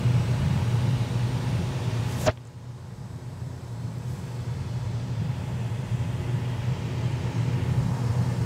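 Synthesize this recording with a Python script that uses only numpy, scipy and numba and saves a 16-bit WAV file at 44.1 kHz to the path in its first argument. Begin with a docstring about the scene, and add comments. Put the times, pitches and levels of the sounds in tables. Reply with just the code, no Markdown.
"""Indoors, a handheld microphone faces the open side of a water heater, close to its surfaces.
From the start, noise in low resonances and wavering tones make rumble and hum, throbbing under filtered air noise.
Just after 2 s a finger hisses along the case and shuts the port: a chirped puff, a thump and small ticks.
The gain control ducks at once; the rumble creeps back over several seconds while the finger hovers
by the port, rings it faintly and strokes the case once more at about 4 s."""
import sys
import numpy as np
from scipy import signal
from scipy.fft import rfft, irfft, next_fast_len
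from scipy.io import wavfile
from scipy.ndimage import uniform_filter1d
from numba import njit

SR = 44100
rng = np.random.default_rng(int(sys.argv[2]) if len(sys.argv) > 2 else 0)


def materialize(psi):
    """Save the field psi as 16-bit PCM at rate SR to the path in sys.argv[1].

    A 1-D psi becomes a single channel; in a 2-D psi each row is a channel.
    """
    bounded = np.clip(np.atleast_2d(psi).T, -1, 1)
    quanta = np.round(bounded * 32767).astype(np.int16)
    wavfile.write(sys.argv[1], SR, quanta)


N = 372644
FFT_SIZE = next_fast_len(N, True)
TIME = np.arange(N) / SR
FREQS = np.fft.rfftfreq(FFT_SIZE, 1 / SR)

# low resonances driven by the machinery's air flow, levels relative to each other and to the hum:
# (frequency [Hz], width [Hz], level [dB rms])
RUMBLE_RESONANCES = [(54.6, 9.7, -44), (87.2, 8.6, -34.5), (119.5, 25, -26.5), (147, 51, -31.5),
                     (171.8, 28.5, -40), (205.7, 4.9, -44)]
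# motor hum (first row, level relative to the rumble), then panel tones:
# (frequency [Hz], level [dB rms], pitch waver [Hz rms], flutter [dB rms])
HUM_AND_PANEL_TONES = [(120.3, -27.5, 1.5, 2.8), (257.8, -44.3, .8, 2.8), (355, -52.5, 3.5, 4),
                       (482, -54.5, 3.5, 4), (842, -51.3, .6, 2)]
# level of the rumble and hum, louder in some spots as the microphone moves: (time [s], level [dB])
LOUDNESS_ALONG_PATH = [(0, -24.5), (.9, -23.5), (1.15, -27.5), (1.6, -27.5), (2.0, -26.5), (2.7, -26),
                       (4.5, -24.5), (7.3, -24), (8.45, -26)]
# the beat of two motors at nearly the same speed, and random surges
BEAT_HZ, BEAT_CREST_S, BEAT_DB = 2.74, .134, 1.5
SURGE_DB, SURGE_RATE_HZ = 1.04, 2.3

# air puffs: leak, hiss through the last gap, puff of the closure:
# (peak time [s], level [dB], rise [s], fall [s])
PORT_PUFFS = [(2.25, -38.5, .035, .03), (2.271, -20, 0.0066, 0.013), (2.283, 3, 0.0022, 0.0084)]
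# relative colour of air squeezed through the port: (frequency [Hz], level [dB per Hz])
SQUEEZED_AIR_COLOUR = [(40, 5), (130, 7), (260, 7.5), (430, -1), (620, 10.5), (900, -2.5), (1500, -9),
                       (4000, -19), (7000, -14), (8500, -30), (16000, -32)]
# the port resonance falls as the finger narrows the gap, then rises again
SHUT_S, SHUT_LENGTH_S, OPEN_HZ, SHUT_HZ = 2.294, 0.023, 8100, 1440
PORT_DAMPING = .4

# strokes of skin on the case: (peak time [s], level [dB], rise [s], fall [s])
SKIN_STROKES = [(2.125, -48.5, .06, .03), (2.215, -41, 0.036, 0.091), (4.1, -50.5, 0.034, 0.15)]
# relative colour of skin rubbing the case: (frequency [Hz], level [dB per Hz])
SKIN_COLOUR = [(500, -20), (3000, 2), (7800, 7), (9000, 2), (12000, 1.5), (15500, -5)]
# skin peeling off the case and small ticks of the grip:
# (time [s], level [dB], frequency [Hz], width [Hz], decay [s])
GRIP_TICKS = [(2.289, -20, 2600, 3170, 0.014), (2.374, -28, 1800, 3600, 0.002),
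              (2.452, -40, 7500, 2000, .004), (2.471, -35, 7250, 1800, .004),
              (3.984, -42, 12500, 5000, .0015)]
# the finger hovers by the port from just before the pop and shades one band of the air
HOVER_FROM_S, HOVER_TO_S, SHADOW_HZ, SHADOW_DB = 2.24, 4.08, 2480, 3

# relative colour of the rushing air: (frequency [Hz], level [dB per Hz])
AIR_COLOUR = [(20, -11), (70, 3), (200, 2.5), (290, -5.5), (400, -2), (620, -5), (750, -9), (1100, -10.5),
              (1400, -13.5), (1900, -13), (2250, -16.5), (5000, -21.5), (8200, -26), (10500, -34),
              (15500, -39.5)]
AIR_DB = -35.5
# hollow resonances of the air path, negative lifts being dips: (frequency [Hz], width [Hz], lift [dB])
DUCT_RESONANCES = [(357.5, 29, 4), (429, 26, -3.5), (444, 12, 3.5), (471, 20, 3), (520, 23, -2.5),
                   (593, 86, 1), (836, 60, 0), (938, 83, 5.5)]
# distance from microphone to nearest surface; its echo cancels a quarter wave: (time [s], gap [cm])
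SURFACE_GAP = [(4.7, 0.31), (5.2, 0.9), (5.5, 1.8), (6.2, 1.7), (6.7, 0.94), (7.5, 0.77), (7.9, 2.6)]
SOUND_CM_PER_S = 34300
# hollows of the heater that the microphone passes, each lifting one band of the air:
# (start [s], end [s], frequency [Hz], lift [dB])
HEATER_HOLLOWS = [(-.2, 0.83, 1330, 2.2), (-.2, 2.4, 3000, 2.5), (4.3, 5.15, 4930, 1.5),
                  (5.2, 7.8, 2450, 2.5), (6.8, 7.85, 337, 2.8), (7.85, 8.3, 920, 3)]
EDGE_HZ = 15750  # upper band limit of the microphone chain


def machinery(waver_rate_hz=5, flutter_rate_hz=8):
    """Turbulence booms in a few low resonances, with wavering, fluttering motor and panel tones."""
    boom = sum(gain_of(db) * noise(bell(FREQS, hz, width)) for hz, width, db in RUMBLE_RESONANCES)
    tones = []
    for hz, db, waver_hz, flutter_db in HUM_AND_PANEL_TONES:
        pitch_hz = hz + waver_hz * noise(bell(FREQS, 0, waver_rate_hz))
        flutter = gain_of(flutter_db * noise(bell(FREQS, 0, flutter_rate_hz)))
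        tone = flutter * np.sin(2 * np.pi * np.cumsum(pitch_hz) / SR)
        tones.append(gain_of(db) * evened(tone))
    hum, panel_tones = tones[0], sum(tones[1:])
    # hum and boom throb together; the panel tones keep their own level
    beat_db = BEAT_DB * np.cos(2 * np.pi * BEAT_HZ * (TIME - BEAT_CREST_S))
    surge_db = SURGE_DB * noise(bell(FREQS, 0, SURGE_RATE_HZ))
    level_db = follow(LOUDNESS_ALONG_PATH)[0] + beat_db + surge_db
    return gain_of(level_db) * steadied(boom + hum, 0.28) + panel_tones


def pop(snap=2.1, thump_s=2.29, thump_hz=100, thump_db=-4, thump_length_s=0.011):
    """The port shuts and reopens: its air resonance falls and rises fast, with a soft pressure thump."""
    closure = np.exp(-abs((TIME - SHUT_S) / SHUT_LENGTH_S) ** snap)
    port_hz = OPEN_HZ + (SHUT_HZ - OPEN_HZ) * closure
    tuning = np.tan(np.pi * np.clip(port_hz, 50, SR / 3) / SR)
    squeezed_air = noise(gain_of(read(SQUEEZED_AIR_COLOUR, FREQS)))
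    puff = steadied(resonant_lowpass(squeezed_air, tuning, PORT_DAMPING), 0.0075)
    puff_envelope = sum(swell(*row) for row in PORT_PUFFS)
    t = TIME - thump_s
    thump = gain_of(thump_db) * np.cos(2 * np.pi * thump_hz * t) * np.exp(-(t / thump_length_s) ** 2)
    return puff_envelope * puff + thump


def finger(ring_hz=7900, ring_width_hz=380, ring_db=-59.5, graze_db=-58, settle_s=0.27, linger_s=0.48):
    """Skin hisses along the case, and the half-shaded port rings narrowly as the finger hovers."""
    # graze and ring start and end later than the shading of the air
    hover = during(TIME, HOVER_FROM_S + linger_s, HOVER_TO_S + linger_s, settle_s)
    rubbing = sum(swell(*stroke) for stroke in SKIN_STROKES) + gain_of(graze_db) * hover
    hiss = rubbing * noise(gain_of(read(SKIN_COLOUR, FREQS)))
    ring = gain_of(ring_db) * hover * noise(bell(FREQS, ring_hz, ring_width_hz))
    return hiss + ring


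def ticks():
    """Peeling skin and a shifting grip give dry noise bursts, sudden at the onset and quick to decay."""
    total = 0
    for s, db, hz, width, decay in GRIP_TICKS:
        envelope = (TIME >= s) * np.exp(-abs(TIME - s) / decay)
        total = total + gain_of(db) * envelope * noise(bell(FREQS, hz, width))
    return total


def air(ripple_db=2.0, patchy_db=0.52):
    """Rushing air as spectral noise, coloured by the duct and the surfaces around the moving microphone."""
    frames, hz = N // 512 + 5, np.fft.rfftfreq(2048, 1 / SR)
    real, imaginary, patches, ripple = rng.standard_normal((4, frames, len(hz)))
    duct_db = sum(db * bell(hz, f, width) for f, width, db in DUCT_RESONANCES)
    colour_db = read(AIR_COLOUR, hz) + duct_db
    shade_db = surroundings(np.arange(frames)[:, None] * 512 / SR, hz)
    # standing waves ripple the treble and shift slowly as the microphone moves
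    ripple = uniform_filter1d(uniform_filter1d(ripple, size=130, axis=0), size=4, axis=1)
    ripple = evened(ripple) * np.clip(hz / 3000, 0, 1)
    # quicker, broader patches of random level
    patches = evened(uniform_filter1d(uniform_filter1d(patches, size=5, axis=0), size=28, axis=1))
    total_db = colour_db + shade_db + ripple_db * ripple + patchy_db * patches
    spectrum = (real + 1j * imaginary) * gain_of(total_db)
    rush = signal.istft(spectrum.T, nperseg=2048, noverlap=1536)[1][:N]
    return gain_of(AIR_DB) * evened(rush)


def surroundings(t, hz, dip_db=2.5, dip_octaves=0.42, lift_octaves=0.32, move_s=0.065, loudness_share=.2):
    """Colour in dB: a near surface's echo and the finger cut bands of the air, hollows lift others."""
    echo_hz = SOUND_CM_PER_S / 4 / follow(SURFACE_GAP, t)[0]
    echo = dip_db * hump(hz, echo_hz, dip_octaves)
    hollows = sum(
        db * during(t, start, end, move_s) * hump(hz, f, lift_octaves)
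        for start, end, f, db in HEATER_HOLLOWS
    )
    shadow = SHADOW_DB * during(t, HOVER_FROM_S, HOVER_TO_S, move_s) * hump(hz, SHADOW_HZ, dip_octaves)
    # the air follows a share of the rumble's loudness
    return loudness_share * follow(LOUDNESS_ALONG_PATH, t)[0] + hollows - echo - shadow


def gain_of(db):
    """Decibels to amplitude."""
    return 10 ** (np.asarray(db) / 20)


def evened(x):
    """Scales to rms 1."""
    return x / np.sqrt(np.mean(x ** 2) + 1e-20)


def steadied(x, seconds):
    """Holds the running rms near 1."""
    window = np.hanning(int(seconds * SR))
    energy = signal.fftconvolve(x ** 2, window, "same")
    weight = signal.fftconvolve(np.ones(N), window, "same")
    return x / np.sqrt(abs(energy / weight) + 1e-12)


def read(points, hz):
    """A spectrum in dB, joined on a log-frequency axis."""
    f, db = np.transpose(points)
    return np.interp(np.log(hz + 1), np.log(f + 1), db)


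def follow(rows, t=TIME):
    """The columns of a curve at the times t."""
    s, *columns = np.transpose(rows)
    return [np.interp(t, s, c) for c in columns]


def noise(gain):
    """Noise of rms 1 with the given amplitude spectrum."""
    return evened(irfft(rfft(rng.standard_normal(FFT_SIZE)) * gain, FFT_SIZE)[:N])


def bell(hz, centre_hz, width_hz):
    """Amplitude response of a resonance with steep skirts, a quarter of its peak at one width away."""
    return 1 / (1 + ((hz - centre_hz) / width_hz) ** 2) ** 2


def hump(hz, centre_hz, octaves):
    """A broad, smooth band of height 1."""
    return np.exp(-.5 * (np.log2((hz + 1) / centre_hz) / octaves) ** 2)


def swell(s, db, rise, fall):
    """An envelope that grows to its peak at s and dies away."""
    return gain_of(db) * np.exp(-np.maximum((s - TIME) / rise, (TIME - s) / fall))


def during(t, start, end, fade_s):
    """About 1 between start and end, with soft edges."""
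    return (np.tanh((t - start) / fade_s) - np.tanh((t - end) / fade_s)) / 2


@njit
def resonant_lowpass(x, tuning, damping):
    """A mass of air on a spring, retuned every sample."""
    out, speed, place = np.zeros(len(x)), 0.0, 0.0
    for i in range(len(x)):
        g = tuning[i]
        band = (speed + g * (x[i] - place)) / (1 + g * (g + damping))
        out[i] = place + g * band
        speed, place = 2 * band - speed, 2 * out[i] - place
    return out


def scene():
    """Everything that reaches the one microphone."""
    return (machinery() + pop() + finger() + ticks() + air())[None]


def record(dry, threshold_db=-13, deepest_db=-15, recovery_per_s=0.12, ceiling=0.32, low_cut_hz=42):
    """Microphone low cut; gain control that drops fast and climbs slowly; soft overload; band limit."""
    low_cut = signal.butter(2, low_cut_hz, "high", fs=SR, output="sos")
    heard = signal.sosfilt(low_cut, dry)
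    power = abs(uniform_filter1d(heard[0] ** 2, size=260))
    level_db = 10 * np.log10(power + 1e-12)
    wanted = gain_of(np.clip(2 * (threshold_db - level_db), deepest_db, 0))
    climb = recovery_per_s * TIME  # gain regained, as a share of full gain
    gain = np.minimum.accumulate(wanted - climb) + climb
    ducked = heard * uniform_filter1d(gain, size=300)
    limited = ducked / (1 + (ducked / ceiling) ** 6) ** (1 / 6)
    band_limit = signal.firwin(511, EDGE_HZ, window=("kaiser", 9), fs=SR)
    return signal.oaconvolve(limited, band_limit[None], "same")


dry = scene()
out = record(dry)
materialize(out)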